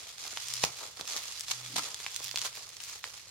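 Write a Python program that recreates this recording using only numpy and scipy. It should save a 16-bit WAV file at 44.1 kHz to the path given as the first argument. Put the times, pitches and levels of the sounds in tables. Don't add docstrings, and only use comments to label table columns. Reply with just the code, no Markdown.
import sys
import numpy as np
from scipy import signal
from scipy.fft import rfft, irfft
from scipy.io import wavfile
from scipy.ndimage import uniform_filter1d

SR = 44100
rng = np.random.default_rng(int(sys.argv[2]) if len(sys.argv) > 2 else 0)


def master(y):
    cut = np.clip(np.atleast_2d(y).T, -1, 1)
    pcm = np.round(cut * 32767)
    wavfile.write(sys.argv[1], SR, pcm.astype(np.int16))


N = 145530
T = np.arange(N) / SR
SIDES = np.array([[1], [-1]])
PEEL_START_S, PEEL_END_S, PICK_END_S = 2.2185, 2.298, 2.9

# t/s, bright crinkle level/dB, dull rubbing level/dB
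HANDLING = [(0.01, -43, -50), (0.07, -46.5, -49), (0.16, -50.5, -67), (0.24, -39, -47.5), (0.3, -43, -57),
            (0.42, -40.5, -62), (0.55, -38, -61), (0.62, -37.5, -55), (0.67, -43, -40), (0.75, -46, -55.5),
            (0.82, -40.5, -41), (0.95, -51, -59), (1.0, -40.5, -41), (1.05, -50.5, -58), (1.09, -37.5, -49),
            (1.18, -37.5, -41), (1.2, -41, -48.5), (1.34, -41.5, -55), (1.47, -46.5, -78),
            (1.5, -36.5, -47), (1.63, -44.5, -53), (1.73, -43, -60), (1.86, -36.5, -42.5),
            (1.92, -45.5, -48.5), (2.06, -41.5, -56), (2.23, -43.5, -55.5), (2.34, -45, -75),
            (2.4, -43, -55), (2.46, -32, -40.5), (2.51, -51.5, -55), (2.56, -40, -50), (2.61, -47, -53.5),
            (2.79, -52, -64), (2.81, -42.5, -70), (2.96, -44, -49), (3.02, -53.5, -72),
            (3.05, -40.5, -47.5), (3.1, -47.5, -57), (3.17, -47.5, -61), (3.27, -53, -58.5)]
# f/Hz, level/dB
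FILM_SPECTRUM = [(150, -34.5), (500, -15), (1000, -8.5), (1600, -7.5), (2300, -3), (5200, 0.9), (6700, 1),
                 (8000, -5), (10500, -7.5), (13000, -14.5), (16000, -25)]
# f/Hz, level/dB
CELL_SPECTRUM = [(40, -47), (150, -15), (280, -3.5), (460, 3), (900, 3.5), (1300, 3.5), (1800, -15),
                 (4000, -6)]
# f/Hz, level/dB
TICK_SPECTRUM = [(300, -30), (2200, -1), (6500, 1), (9000, -3), (13000, -2), (16000, -5)]
def crinkle():
    bright_db, dull_db = in_time(HANDLING)
    clump_db = 2 * wander(size=400)
    picking = (T > PEEL_START_S) & (T < PICK_END_S)
    tick_db = np.minimum(bright_db, -40) - 13.5 + 6 * picking
    bright = buckles(per_s=3300, spread_db=2.5, level=from_db(bright_db - 2 + clump_db), facets=32)
    dull = buckles(per_s=900, spread_db=3.5, level=from_db(dull_db - 3.5 + clump_db))
    ticks = buckles(per_s=110, spread_db=2.5, level=from_db(tick_db), facets=8)
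    rubbing = cushion(through(dull, colour(CELL_SPECTRUM)))
    return through(bright, colour(FILM_SPECTRUM)) + rubbing + through(ticks, colour(TICK_SPECTRUM))


FACET_RANGE_HZ, FACET_WIDTH_HZ, FACET_PAN_DB, FACET_LAG_S = (1121, 7500), 190, 2.5, 0.00005
def buckles(per_s, spread_db, level, facets=14):
    sizes = from_db(spread_db * np.minimum(rng.exponential(1, N), 4)) * rng.choice([-1, 1], N)
    clicks = unit(sizes * (rng.random(N) < per_s / SR)) * np.sqrt(N) * level
    owner = rng.integers(0, facets, N)
    turns = from_db([3 * wander(size=3000) for _ in range(facets)])
    turns /= np.sqrt(np.mean(turns ** 2, axis=0))
    places = rng.permutation(np.linspace(-1, 1, facets))
    out = np.zeros((2, N))
    for k, (place, hz) in enumerate(zip(places, np.geomspace(*FACET_RANGE_HZ, facets))):
        facet = from_db(-0.5) * dying_noise(t60_s=0.0066)
        facet += np.sinc(np.arange(facet.shape[1]) - 10 + place * FACET_LAG_S * SR * SIDES)
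        facet += from_db(6) * resonate(facet, hz, FACET_WIDTH_HZ)
        out += through(clicks * turns[k] * (owner == k), unit(facet) * panned(place * FACET_PAN_DB))
    return out


def cushion(x, cutoff_hz=4000):
    return butterworth(x, 4, cutoff_hz, "low")


# t/s, length/s, crackle level/dB, body level/dB
GRIPS = [(0.634, 0.0089, -24, -38), (0.651, 0.0044, -36, -54), (0.655, 0.035, -47, -60),
         (1.074, 0.0083, -37.5, -73), (1.479, 0.016, -41.5, -56), (1.508, 0.01, -29, -38.5),
         (1.759, 0.009, -25.5, -31.5), (1.77, 0.011, -34, -45), (1.78, 0.0062, -27.5, -31),
         (1.786, 0.011, -33.5, -36), (2.42, 0.0097, -39, -52), (2.444, 0.023, -39, -41)]
# f/Hz, level/dB
BODY_SPECTRUM = [(90, -20), (200, -17), (330, -11.5), (600, -4.5), (1050, 1.5), (1600, -6.5), (3000, -14.5)]
def scrunches():
    crackle, body = np.zeros(N), np.zeros(N)
    for s, length_s, crackle_db, body_db in GRIPS:
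        grip = np.exp(-((T - s) * 2 / length_s - 1) ** 4)
        crackle += from_db(crackle_db) * grip
        body += from_db(body_db) * grip
    bright, dull = [buckles(per_s=4400, spread_db=1, level=level) for level in (crackle, body)]
    return through(bright, colour(FILM_SPECTRUM)) + cushion(through(dull, colour(BODY_SPECTRUM)))


# t/s, relative level/dB, f/Hz, left minus right/dB
SNAPS = [(0.1828, -23, 4300, -14), (0.373, -9, 2220, -1), (0.4844, -12.5, 6500, -1), (0.5383, -7, 6450, 6),
         (0.568, -13.5, 4600, 0), (0.6388, -0.5, 2380, -4.5), (0.6496, -3.5, 5940, -3),
         (1.0111, -11.5, 3340, -6), (1.0547, -19.5, 4000, -5), (1.165, -8, 5040, -1),
         (1.1715, -11, 5030, 1), (1.396, -15.5, 8500, -13), (1.4087, -10, 6460, 8),
         (1.4834, -12.5, 4130, -3), (1.5149, -9, 4030, 8), (1.9446, -11, 4800, 0), (2.0022, -19.5, 3530, 1),
         (2.0642, -8.5, 2000, 1), (2.146, -16, 5150, -11), (2.163, -7, 7050, -4), (2.244, -12, 11600, -20),
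         (2.313, -11.5, 3660, -13), (2.3592, -5, 3670, -6.5), (2.3637, -13, 3900, -5),
         (2.3743, -6.5, 3550, 7), (2.3853, -10, 4180, -9), (2.392, -12.5, 5050, -12),
         (2.4167, -7.5, 4800, -0.5), (2.691, -22.5, 7500, -8), (2.768, -19, 5000, -7),
         (2.804, -17.5, 3300, 7), (2.838, -15.5, 6000, 6), (3.0412, -9.5, 2260, -1.5)]
# f/Hz, level/dB
SNAP_SPECTRUM = [(100, -31.5), (400, -18.5), (1000, 1.5), (1600, -4), (2500, 3), (6700, 10.5), (8200, 8.5),
                 (12000, 5), (16000, 9)]
def snaps():
    out, tone = np.zeros((2, N)), colour(SNAP_SPECTRUM, tilted=False)
    for s, db, hz, pan_db in SNAPS:
        snap = unit(through(flip(hz), tone))
        add(out, s, from_db(db + 0.5) * snap * panned(pan_db))
    return out


FLIP_SAMPLES, FLIP_LAG_S, STEP_GAP_RANGE_S = 2048, 0.00002, (0.0001505, 0.0007385)
def flip(hz, t60_cycles=2.5, shiver_db=-6.5):
    t = T[:FLIP_SAMPLES] - FLIP_LAG_S * (1 + rng.normal() * SIDES)
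    ages = np.maximum([t, t - rng.uniform(*STEP_GAP_RANGE_S)], 0)
    first, second = np.sin(2 * np.pi * hz * ages) * from_db(-60 * ages * hz / t60_cycles)
    swing = unit(first + second / 3) * rng.choice([-1, 1])
    shiver = unit(through(swing, dying_noise(t60_s=0.015))[:, :FLIP_SAMPLES])
    return unit(swing + from_db(shiver_db) * shiver)


SLIPS_PER_S, SLIP_START_HZ, SLIP_FALL_OCT_PER_S, SLIP_RISE_DB_PER_S = 94, 6500, 14, 62
def peel():
    out, tone = np.zeros((2, N)), colour(SNAP_SPECTRUM)
    for age_s in np.arange(0, PEEL_END_S - PEEL_START_S, 1 / SLIPS_PER_S):
        jitter, uneven_db = rng.standard_normal(2)
        slip = through(flip(SLIP_START_HZ * 2 ** (-SLIP_FALL_OCT_PER_S * age_s)), tone)
        gain = from_db(-17.5 + SLIP_RISE_DB_PER_S * age_s + uneven_db)
        add(out, PEEL_START_S + age_s + 0.05 * jitter / SLIPS_PER_S, gain * slip / np.linalg.norm(slip))
    return out


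# f/Hz, bandwidth/Hz, level/dB
FLAP_MODES = [(2410, 83, -22), (3430, 126, -0.5)]
# t/s, tautness/0-1
FLAP_PULL = [(1.5, 0.4), (1.72, .6), (2.36, 0.75), (2.48, 0)]
def flap_ring(film):
    taut, = in_time(FLAP_PULL)
    return sum(from_db(db) * resonate(film * taut, hz, width_hz) for hz, width_hz, db in FLAP_MODES)


# t/s, relative level/dB, f/Hz
POPS = [(.252, -28, 1460), (.331, -27.5, 1260), (.996, -23, 890), (1.162, -23.5, 1350), (2.002, -31, 960),
        (2.205, -28.5, 1120), (2.343, -24, 1020), (2.459, -27.5, 877), (2.575, -29, 1020)]
def pops():
    out = np.zeros((2, N))
    for s, db, hz in POPS:
        add(out, s, from_db(db + 6.5) * flip(hz, t60_cycles=3.5, shiver_db=-1))
    return butterworth(out, order=2, hz=350, kind="high")


# t/s, level/dB
BUMPS = [(0.6386, -2.5), (1.011, -19.5), (1.764, -17), (1.784, -34)]
# f/Hz, level/dB
PARCEL_SPECTRUM = [(50, -5), (160, 2.5), (280, -4), (450, 4.5), (880, 3.5), (1150, -4), (1700, -8),
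                   (5000, -37)]
def bumps():
    out, thump = np.zeros((2, N)), colour(PARCEL_SPECTRUM)
    for s, db in BUMPS:
        ring = unit(through(thump, dying_noise(t60_s=0.2)))
        add(out, s, from_db(db) * thump)
        add(out, s, from_db(db - 13) * ring)
    return out


def slide(peak_s=1.785, rise_s=0.075, fall_s=0.023, grains_per_s=900):
    push = np.exp(np.minimum((T - peak_s) / rise_s, (peak_s - T) / fall_s))
    grains = rng.standard_normal(N) * (rng.random(N) < grains_per_s / SR)
    friction = butterworth(grains, order=2, hz=[170, 315], kind="band")
    return from_db(-50.5) * push * unit(friction) * np.sqrt(N)


# centre t/s, length/s, level/dB
HUM_SWELLS = [(0.598, 0.23, -57), (1.657, 0.27, -55.5), (2.313, 0.31, -61.5)]
def hum(hz=122.9):
    swell = sum(from_db(db) * np.exp(-((T - s) * 2 / length_s) ** 2) for s, length_s, db in HUM_SWELLS)
    return np.sqrt(2) * swell * np.sin(2 * np.pi * hz * T)


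# f/Hz, level/dB
HISS_SPECTRUM = [(45, 2), (68, 1.5), (105, 7), (170, -3), (260, -12), (500, -5.5), (1200, -18),
                 (4000, -2.5), (16000, -74)]
def room_hiss():
    noise = 0.78 * rng.standard_normal(N) + 0.5 * rng.standard_normal((2, N))
    return from_db(-61) * through(noise, colour(HISS_SPECTRUM, tilted=False))


# f/Hz, left minus right/dB
STEREO_TILT = [(280, -1.5), (550, 1.5), (1100, 1.5), (2200, 1), (4200, -4.5), (8000, -1.5), (16000, 0.5)]
def colour(spectrum, tilted=True, size=4096):
    log_hz = np.log(np.maximum(np.arange(size // 2 + 1) * SR / size, 1))
    curves = np.transpose(spectrum), np.transpose(STEREO_TILT)
    db, tilt_db = [np.interp(log_hz, np.log(hz), levels) for hz, levels in curves]
    cepstrum = irfft(np.log(from_db(db + tilted * tilt_db / 2 * SIDES)))
    cepstrum[:, 1:size // 2] *= 2
    response = irfft(np.exp(rfft(cepstrum[:, :size // 2], size)))
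    return response / np.sqrt(np.sum(response ** 2) / 2)


def dying_noise(t60_s):
    t = T[:int(t60_s * SR) + 2]
    return unit(rng.standard_normal((2, N // 2))[:, :len(t)] * from_db(-60 * t / t60_s))


def wander(size):
    return unit(uniform_filter1d(rng.standard_normal(N), size=size)) * np.sqrt(N)


def resonate(x, hz, width_hz):
    return signal.lfilter(*signal.iirpeak(hz, hz / width_hz, fs=SR), x)


def butterworth(x, order, hz, kind):
    return signal.sosfilt(signal.butter(order, hz, kind, fs=SR, output="sos"), x)


def through(x, response):
    return signal.oaconvolve(np.atleast_2d(x), np.atleast_2d(response), axes=-1)[:, :N]


def from_db(db):
    return 10 ** (np.asarray(db) / 20)


def unit(x):
    return x / np.sqrt(np.sum(x ** 2, axis=-1, keepdims=True) + 1e-20)


def panned(db):
    gains = from_db(db / 2 * SIDES)
    return gains / np.sqrt(np.mean(gains ** 2))


def in_time(rows):
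    s, *columns = np.transpose(rows)
    return [np.interp(T, s, column) for column in columns]


def add(out, s, sound):
    start = int(s * SR)
    out[:, start:start + sound.shape[1]] += sound[:, :N - start]


ROOM_T60_S, ROOM_DB, ROOM_DELAY_S = 0.19, -9.5, 0.004
def scene():
    film = crinkle() + scrunches() + snaps() + peel()
    parcel = film + flap_ring(film) + pops() + bumps() + slide()
    out = parcel + hum() + room_hiss()
    add(out, ROOM_DELAY_S, from_db(ROOM_DB) * through(parcel, dying_noise(ROOM_T60_S)))
    return out


LOW_CUT_HZ, HIGH_CUT_HZ = 45, 15900
def record(dry):
    thin = butterworth(dry, 4, LOW_CUT_HZ, "high")
    return signal.sosfilt(signal.ellip(12, 0.1, 80, HIGH_CUT_HZ, fs=SR, output="sos"), thin)


dry = scene()
out = record(dry)
master(out)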